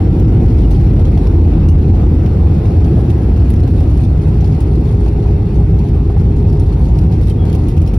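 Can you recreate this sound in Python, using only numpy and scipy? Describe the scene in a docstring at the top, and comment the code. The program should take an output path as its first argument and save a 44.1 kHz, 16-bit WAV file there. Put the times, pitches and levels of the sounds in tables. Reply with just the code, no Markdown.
"""Runway rumble in a slowing airliner, heard from a window seat over the wing.
The rough surface shakes the cabin; out-of-round tyres drone on orders of their falling spin rate.
Engine hum sinks to idle, a pump and fans whine, air rushes past the spoilers.
Shaken trim chatters, buzzes, ticks and squeaks; a fitting clinks, a locker knocks, the lining thuds.
A limiter holds the peaks."""
import sys
import numpy as np
from scipy import signal
from scipy.fft import rfft, irfft, next_fast_len
from scipy.io import wavfile
from scipy.ndimage import uniform_filter1d, minimum_filter1d, map_coordinates

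SR = 44100
rng = np.random.default_rng(int(sys.argv[2]) if len(sys.argv) > 2 else 0)


def generate_wav(signal):
    """Clip the signal to [-1, 1] and save it as 16-bit WAV at the path in sys.argv[1]."""
    frames = np.transpose(np.atleast_2d(signal))
    scaled = np.clip(frames, -1, 1) * 32767
    pcm = np.round(scaled).astype(np.int16)
    wavfile.write(sys.argv[1], SR, pcm)


N = 351918

# wheel spin under braking: t/s, f/Hz
SPIN_HZ = [(0, 17.17), (6, 14.22), (8, 12.9)]
# noise spectra: f/Hz, relative density/dB
RUMBLE_SPECTRUM = [(12, -23.5), (25, -12), (36, -7.5), (47, -0.5), (60, 0.5), (70, 1), (88, 5), (112, -1.5),
                   (132, -4), (155, -2.5), (200, -11), (260, -25.5), (400, -91.5)]
BOOM_SPECTRUM = [(130, -20), (200, -2.5), (240, 0.5), (280, -2), (325, 0.5), (375, -5), (440, -10),
                 (520, -15.5), (620, -34), (1000, -85.5)]
AIR_SPECTRUM = [(250, -14.5), (450, 4), (540, 2), (630, 0), (770, 3), (870, -4), (1120, -10), (1280, -11),
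                (1550, -16), (1770, -19), (2000, -18), (2600, -19.5), (3700, -25.5), (5500, -29.5),
                (9000, -37), (12000, -40), (13500, -48.5)]
CHATTER_SPECTRUM = [(700, -23), (1500, -1.5), (2600, -0.5), (3300, 1), (3850, -2.5), (4350, 3),
                    (4800, -1.5), (5800, -5), (9200, -8.5), (12000, -9.5), (13200, -21), (15500, -29.5)]
CLACK_SPECTRUM = [(700, -32), (1500, -6), (2700, 4.5), (4000, -1.5), (5800, -3), (8000, -13.5),
                  (15000, -20.5)]
SNAP_SPECTRUM = [(3000, -26), (6000, -4), (10000, 0.5), (13000, -3), (16000, -7.5)]
LOCKER_SPECTRUM = [(400, -17), (650, -4), (800, 2), (950, -8.5), (1300, -19.5), (2000, -24.5), (4000, -43),
                   (9000, -75)]
LINING_SPECTRUM = [(250, -20), (480, 3.5), (750, -5), (1300, -19), (3000, -45), (9000, -85.5)]
# runway roughness: t/s, boom gain/dB
BUMPS_DB = [(0, 0.5), (.2, 2.5), (.7, 0.5), (1.3, 0.9), (2, 1), (2.6, -1.1), (2.95, 0.8), (3.9, -1),
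            (5, -0.3), (5.8, -1.5), (6.95, 1.5), (7.9, 0.7)]
# tyre pushes: spin order, level/dB
TYRE_ORDERS = [(3, -1.5), (4, 1), (5, 1), (7, 1.5), (8, -2)]
# gear-to-cabin response: f/Hz, gain/dB
AIRFRAME_DB = [(40, -29), (47, -25), (48.8, -13), (51, -11), (52.5, -18.5), (54.5, -13.5), (57, -18),
               (60.5, -13), (63, -17.5), (67, -24.5), (73, -34.5), (77.5, -23), (79.5, -13.5),
               (82.6, -12.5), (83.8, -24.5), (86, -27), (101, -26.5), (107, -25), (113, -28.5), (120, -21),
               (126, -27.5), (140, -25.5)]
# engine run-down: t/s, f/Hz
ENGINE_HZ = [(0, 457.3), (3.0, 419), (3.8, 409.4), (4.3, 408.8), (8, 406.2)]
# panel resonances for engine harmonics 3 and 4: f/Hz, half-width/Hz, level/dB
PANEL_MODES = [(1367, 10, -54), (1663, 24, -56.3)]
# source envelopes: t/s, relative level/dB
HUM_DB = [(0, -39), (1.2, -38), (2.55, -45), (2.9, -30), (3.3, -40), (3.95, -40), (4.2, -33.5), (5.3, -30),
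          (5.65, -32), (6, -30.5), (6.55, -30.5), (7.05, -41), (7.4, -31.5), (7.9, -39.5)]
PUMP_DB = [(0, -57), (1.3, -49), (1.7, -55.5), (4.5, -53.5), (5, -49.5), (5.5, -51.5), (6.2, -53.5),
           (6.45, -45.5), (6.8, -45.5), (7.3, -49.5), (7.55, -44.5), (8, -50.5)]
AIR_SWELL_DB = [(0, 0), (.8, 0.2), (2.25, 0.9), (3.2, 0.3), (5.1, 0), (5.75, -0.4), (6.25, -1), (6.8, 0.3),
                (7.7, 1.4)]
CHATTER_DB = [(0, -56), (.3, -55), (.45, -49), (.75, -46.5), (1.2, -50), (1.45, -57), (2.15, -58),
              (3.1, -51.5), (4.4, -49.5), (5.1, -50.5), (5.45, -53.5), (6.4, -52.5), (6.7, -49),
              (7.28, -49.5), (7.37, -60.5), (7.46, -49), (7.58, -45.5), (7.78, -56), (8, -52)]
RATTLE_DB = [(0, -63), (.7, -58.5), (1.5, -61.5), (3.3, -58), (5, -61.5), (6.5, -65), (7.1, -63.5),
             (7.6, -60.5)]
# fans and electrics: f/Hz, level/dB
WHINES = [(2639, -66.5), (3628, -65)]
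# air and nearby trim at spaced microphones: f/Hz, left-right coherence (clipped to +-1 in use)
AIR_COHERENCE = [(300, 0.14), (750, 0.039), (1200, 0.17), (1950, 0.64), (3000, -0.11), (4200, 0.42),
                 (4700, -0.055), (5400, 0.6), (6300, -0.54), (7300, -3.1), (8600, -0.12), (10700, 1),
                 (13200, 0.85), (15500, .5)]
TRIM_COHERENCE = [(1500, 0), (4500, 0), (5500, 1), (7300, 1), (11000, 0.66), (15000, 0.48)]
# buzzing fittings: f/Hz, relative level/dB
RATTLES = [(1265, -5), (1970, -4), (2500, 1), (2760, -4), (4310, -5.5)]
# trim contacts: t/s, relative level/dB, snap gain/dB, t60/s
TICKS = [(0.198, -36, -7.5, .06), (0.6185, -33.5, -14.5, .08), (0.7072, -30.5, -7, .06),
         (0.714, -32.5, -8, .08), (1.0148, -36, -12, .05), (1.052, -30.5, -24.5, .04),
         (1.1757, -26.5, -26.5, 0.071), (1.2707, -28.5, -23, .045), (1.6868, -30.5, -8, 0.11),
         (1.9485, -33, -20, .08), (2.2605, -28.5, -28, .06), (2.655, -33, -20, .14),
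         (2.8448, -30.5, -18.5, .09), (3.1009, -29, -15.5, .09), (3.362, -31, -16.5, .09),
         (3.5029, -31, -7.5, .055), (3.537, -33, -10.5, .06), (3.676, -33.5, -12.5, .06),
         (3.8046, -33, -12.5, .06), (3.9731, -35, -9.5, .06), (4.4064, -33.5, -15.5, .1),
         (4.4435, -32, -17.5, .1), (4.6044, -34, -7.5, .09), (5.06, -31, -19, 0.077),
         (5.0826, -32, -15, 0.07), (5.7887, -36.5, -14, .1), (5.8865, -34, -18.5, .06),
         (6.1789, -35, -12.5, .05), (6.5973, -32.5, -7.5, .07), (6.988, -25, -14.5, 0.035),
         (7.1232, -32, -18, .12), (7.2125, -32.5, -7, .04), (7.231, -35.5, -10.5, 0.06),
         (7.27, -29.5, -9, .06), (7.282, -30.5, -12.5, .05), (7.2968, -28, -11, 0.1),
         (7.453, -29, -14, .037), (7.5281, -29, -9, .06), (7.55, -29, -6, .045), (7.6842, -31.5, -7.5, .14),
         (7.7674, -33, -9, .06), (7.7774, -32.5, -12, 0.062), (7.8171, -35.5, -9, .07),
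         (7.863, -35, -10.5, .05), (7.8745, -32, -9.5, .09), (7.9374, -33, -6.5, .11)]
# panel rubs: t/s, length/s, f/Hz, level/dB
SQUEAKS = [(0.617, 0.03, 3100, -49), (0.64, 0.024, 2890, -46), (0.703, 0.019, 2830, -50),
           (0.707, 0.036, 6130, -55), (1.682, 0.018, 2810, -44), (1.698, 0.028, 2880, -46),
           (1.679, 0.056, 6170, -54), (7.296, 0.03, 3130, -48), (7.378, 0.077, 3335, -48),
           (7.478, 0.087, 3280, -55)]
# metal fitting modes: f/Hz, gain/dB, t60/s
FITTING_MODES = [(4102, -8, .15), (5500, -5.5, 0.14), (9205, -15.5, .1)]
# blows on fitting, locker and lining: t/s, level/dB
CLINKS = [(1.054, -51), (1.177, -46), (1.272, -47.5), (7.69, -47), (7.876, -42)]
KNOCKS = [(1.172, -25.5), (5.06, -27.5), (6.098, -27.5), (6.165, -28)]
THUDS = [(2.965, -25.5), (7.465, -31)]


def amp(db):
    """Decibels to gain."""
    return 10 ** (np.asarray(db) / 20)


def unit(x):
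    """x at rms 1."""
    return x / np.sqrt(np.mean(x ** 2) + 1e-20)


def at_hz(table, hz):
    """Table read on a log frequency axis."""
    knots_hz, values = np.transpose(table)
    return np.interp(np.log(hz + 1), np.log(knots_hz + 1), values)


def curve(table):
    """Time table read at every sample."""
    return np.interp(np.arange(N) / SR, *np.transpose(table))


def wobble(rate_hz):
    """Smooth random curve, rate_hz knots a second."""
    knots = rng.standard_normal(int(N * rate_hz / SR) + 4)
    return map_coordinates(knots, [np.arange(N) * rate_hz / SR])


def filtered(x, response):
    """x through a frequency response."""
    size = next_fast_len(N + SR // 2)
    return irfft(rfft(x, size) * response(np.fft.rfftfreq(size, 1 / SR)), size)[..., :N]


def noise(spectrum, coherence, patchy_db=0):
    """Coloured stereo noise, rms 1, with time-frequency patches of random gain."""
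    bins = signal.stft(rng.standard_normal((2, N)), nperseg=512)[2]
    patches = uniform_filter1d(rng.standard_normal(bins.shape[1:]), size=4, axis=0)
    patches = unit(uniform_filter1d(patches, size=10, axis=1))
    pair = signal.istft(bins * amp(patchy_db * patches), nperseg=512)[1][:, :N]

    def mid_side(hz):
        angle_rad = np.arccos(np.clip(at_hz(coherence, hz), -1, 1)) / 2
        return amp(at_hz(spectrum, hz)) * [np.cos(angle_rad), np.sin(angle_rad)]

    mid, side = filtered(pair, mid_side)
    return unit(np.array([mid + side, mid - side]))


def tone(hz, drift_rad, drift_hz):
    """Sine with wandering phase, rms 1."""
    phase_rad = 2 * np.pi * (np.cumsum(hz * np.ones(N)) / SR + rng.random())
    return np.sqrt(2) * np.sin(phase_rad + drift_rad * wobble(drift_hz))


def flutter(hz, half_width_hz):
    """Narrow noise, rms 1: a flickering whine."""
    return unit(filtered(rng.standard_normal(N), lambda f: 1 / (1 + ((f - hz) / half_width_hz) ** 4)))


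def contacts(rate_hz, spread_db):
    """Times and gains of random contacts, mostly light."""
    gaps, strengths = -np.log(1 - rng.random((4000, 2))).T
    times_s = np.cumsum(gaps) / rate_hz
    inside = times_s < N / SR
    return times_s[inside], amp(spread_db * np.minimum(strengths[inside], np.pi))


def bursts(times_s, gains, t60_s):
    """Envelope of sudden, decaying contacts; powers add."""
    power = np.bincount(np.clip(times_s * SR, 0, N - 1).astype(int), gains ** 2, N)
    return np.sqrt(signal.lfilter([1], [1, -amp(-120 / (t60_s * SR))], power))


def slowing_db(spin_hz, start_db, db_per_halving):
    """Noise level falling with wheel speed."""
    return start_db + db_per_halving * np.log2(spin_hz / spin_hz[0])


def runway(spin_hz):
    """The rough surface shakes the fuselage and booms on bumps; long waves reach both sides alike."""
    rumble = noise(RUMBLE_SPECTRUM, [(100, 0.9998)])
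    boom = noise(BOOM_SPECTRUM, [(330, 0.99), (500, 0.97)])
    rumble_db = slowing_db(spin_hz, start_db=-9, db_per_halving=5.3) + 0.7 * wobble(4)
    boom_db = slowing_db(spin_hz, start_db=-19.5, db_per_halving=10.5) + 0.45 * wobble(5)
    return amp(rumble_db) * rumble + amp(boom_db + curve(BUMPS_DB)) * boom


def wheels(spin_hz):
    """Out-of-round tyres push on the gear; each order swells as it falls through a resonance."""
    drone = np.zeros(N)
    for order, db in TYRE_ORDERS:
        hz = order * spin_hz
        level_db = db + at_hz(AIRFRAME_DB, hz) + 0.82 * wobble(4.5)
        drone += amp(level_db) * tone(hz, drift_rad=0.11, drift_hz=5)
    return drone


def engine():
    """Hum falling to idle; harmonics sweep panel resonances, a standing wave sets the sides apart."""
    hz, hum_db = curve(ENGINE_HZ), curve(HUM_DB)
    hum = amp(hum_db) * tone(hz, drift_rad=0.12, drift_hz=6)
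    for order, (mode_hz, half_width_hz, db) in enumerate(PANEL_MODES, 3):
        resonance = 1 / (1 + ((order * hz - mode_hz) / half_width_hz) ** 8)
        hum += amp(db) * resonance * tone(order * hz, drift_rad=0.24, drift_hz=12)
    octave = amp(hum_db - 18) * tone(2 * hz, drift_rad=0.15, drift_hz=9.9)
    standing_wave = amp(-43.5) * tone(hz, drift_rad=0.3, drift_hz=6)
    return hum + octave + np.outer([1, -1], standing_wave)


def pump():
    """Hydraulic pump tone; its level follows the load."""
    level_db = curve(PUMP_DB) + 0.6 * wobble(2.6)
    return amp(level_db) * tone(hz=915, drift_rad=0.1, drift_hz=7.5) * amp([[1.5], [-1.5]])


def fans():
    """Fans and electrics whine thinly: half narrow noise, half tone."""
    return sum(amp(db - 3) * (flutter(hz, half_width_hz=16) + tone(hz, drift_rad=0.7, drift_hz=36))
               for hz, db in WHINES)


def airflow(spin_hz):
    """Turbulence over the spoilers, slightly stronger on the window side."""
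    level_db = slowing_db(spin_hz, start_db=-30.5, db_per_halving=10.5) + curve(AIR_SWELL_DB)
    air = amp(level_db + 0.38 * wobble(9)) * noise(AIR_SPECTRUM, AIR_COHERENCE, patchy_db=1.56)
    lean_db = [(300, 0), (520, 2), (800, 1.5), (1200, 0.5), (1800, 0)]
    return filtered(air, lambda hz: amp(np.outer([1, -1], at_hz(lean_db, hz))))


def chatter():
    """Shaken panels scuff each other in soft clumps."""
    scuffs = bursts(*contacts(rate_hz=230, spread_db=2.4), t60_s=0.055)
    clumps = unit(scuffs * amp(1.9 * wobble(24)))
    return amp(curve(CHATTER_DB) - 1.95) * clumps * noise(CHATTER_SPECTRUM, TRIM_COHERENCE, patchy_db=3)


def rattles():
    """Small loose fittings buzz, each at its own pitch."""
    buzz = np.zeros((2, N))
    for hz, db in RATTLES:
        envelope = unit(bursts(*contacts(rate_hz=60, spread_db=2.2), t60_s=0.065))
        ring = np.array([flutter(hz, half_width_hz=95) for _ in range(2)])
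        buzz += amp(db) * envelope * unit(ring + 0.26 * ring[::-1])
    return amp(curve(RATTLE_DB)) * buzz


def ticks(attack_s=0.00035, crack_db=-3, crack_t60_s=0.0088):
    """Harder trim contacts: a plastic clack under a bright snap."""
    clack_power, snap_power = np.zeros((2, N))
    for time_s, db, snap_db, t60_s in TICKS:
        start = int(time_s * SR)
        age_s = np.arange(min(SR // 4, N - start)) / SR
        crack = amp(crack_db - 60 * age_s / crack_t60_s)
        ring = amp(-60 * age_s / t60_s)
        envelope = amp(db) * (crack + ring) * (1 - np.exp(-age_s / attack_s))
        clack_power[start:start + len(age_s)] += envelope ** 2
        snap_power[start:start + len(age_s)] += (amp(snap_db) * envelope) ** 2
    clack = np.sqrt(clack_power) * noise(CLACK_SPECTRUM, TRIM_COHERENCE, patchy_db=2.5)
    snap = np.sqrt(snap_power) * noise(SNAP_SPECTRUM, TRIM_COHERENCE, patchy_db=6.5)
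    return amp(-9) * clack + amp(-2.5) * snap


def squeaks(sag_hz_per_s=700):
    """A panel edge sticks and slips: a brief, rough, sagging tone."""
    out = np.zeros(N)
    for time_s, length_s, hz, db in SQUEAKS:
        age_s = np.clip(np.arange(N) / SR - time_s, 0, length_s)
        envelope = amp(db) * np.sin(np.pi * age_s / length_s)
        out += envelope * tone(hz - sag_hz_per_s * age_s, drift_rad=0.45, drift_hz=220)
    return out


def clinks():
    """A jolted metal fitting rings briefly."""
    times_s, db = np.transpose(CLINKS)
    return sum(bursts(times_s, amp(db + mode_db), t60_s) * tone(hz, drift_rad=0.6, drift_hz=230)
               for hz, mode_db, t60_s in FITTING_MODES)


def knocks():
    """An overhead locker shifts against its catch: short, hollow."""
    times_s, db = np.transpose(KNOCKS)
    envelope = uniform_filter1d(bursts(times_s, amp(db), t60_s=0.09), size=100)
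    return envelope * noise(LOCKER_SPECTRUM, [(700, 0.6)])


def thuds():
    """Runway jolts knock the cabin lining dully."""
    times_s, db = np.transpose(THUDS)
    envelope = uniform_filter1d(bursts(times_s, amp(db), t60_s=0.38), size=300)
    return envelope * noise(LINING_SPECTRUM, [(400, 0.93), (900, 0.3)])


def window_side(x, lead_s=0.0002024):
    """Window-side sound reaches the left microphone first."""
    return filtered(x, lambda hz: np.exp(1j * np.pi * lead_s * np.outer([1, -1], hz)))


def scene():
    """Stereo sum at the seat."""
    spin_hz = curve(SPIN_HZ)
    trim = window_side(chatter() + ticks() + clinks()) + rattles() + squeaks() + thuds() + knocks()
    return runway(spin_hz) + wheels(spin_hz) + engine() + pump() + fans() + airflow(spin_hz) + trim


def record(dry):
    """Fast look-ahead limiter, end fades, low-pass."""
    ceiling, fade_s, cutoff_hz = 0.89, 0.004, 15830
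    needed_gain = np.minimum(1, ceiling / (np.abs(dry).max(axis=0) + 1e-9))
    gain = uniform_filter1d(minimum_filter1d(needed_gain, size=500), size=500)
    to_edge_s = np.minimum(np.arange(N), np.arange(N)[::-1]) / SR
    fade = np.sin(np.pi / 2 * np.minimum(1, to_edge_s / fade_s)) ** 2
    return filtered(dry * gain * fade, lambda hz: hz < cutoff_hz)


dry = scene()
out = record(dry)
generate_wav(out)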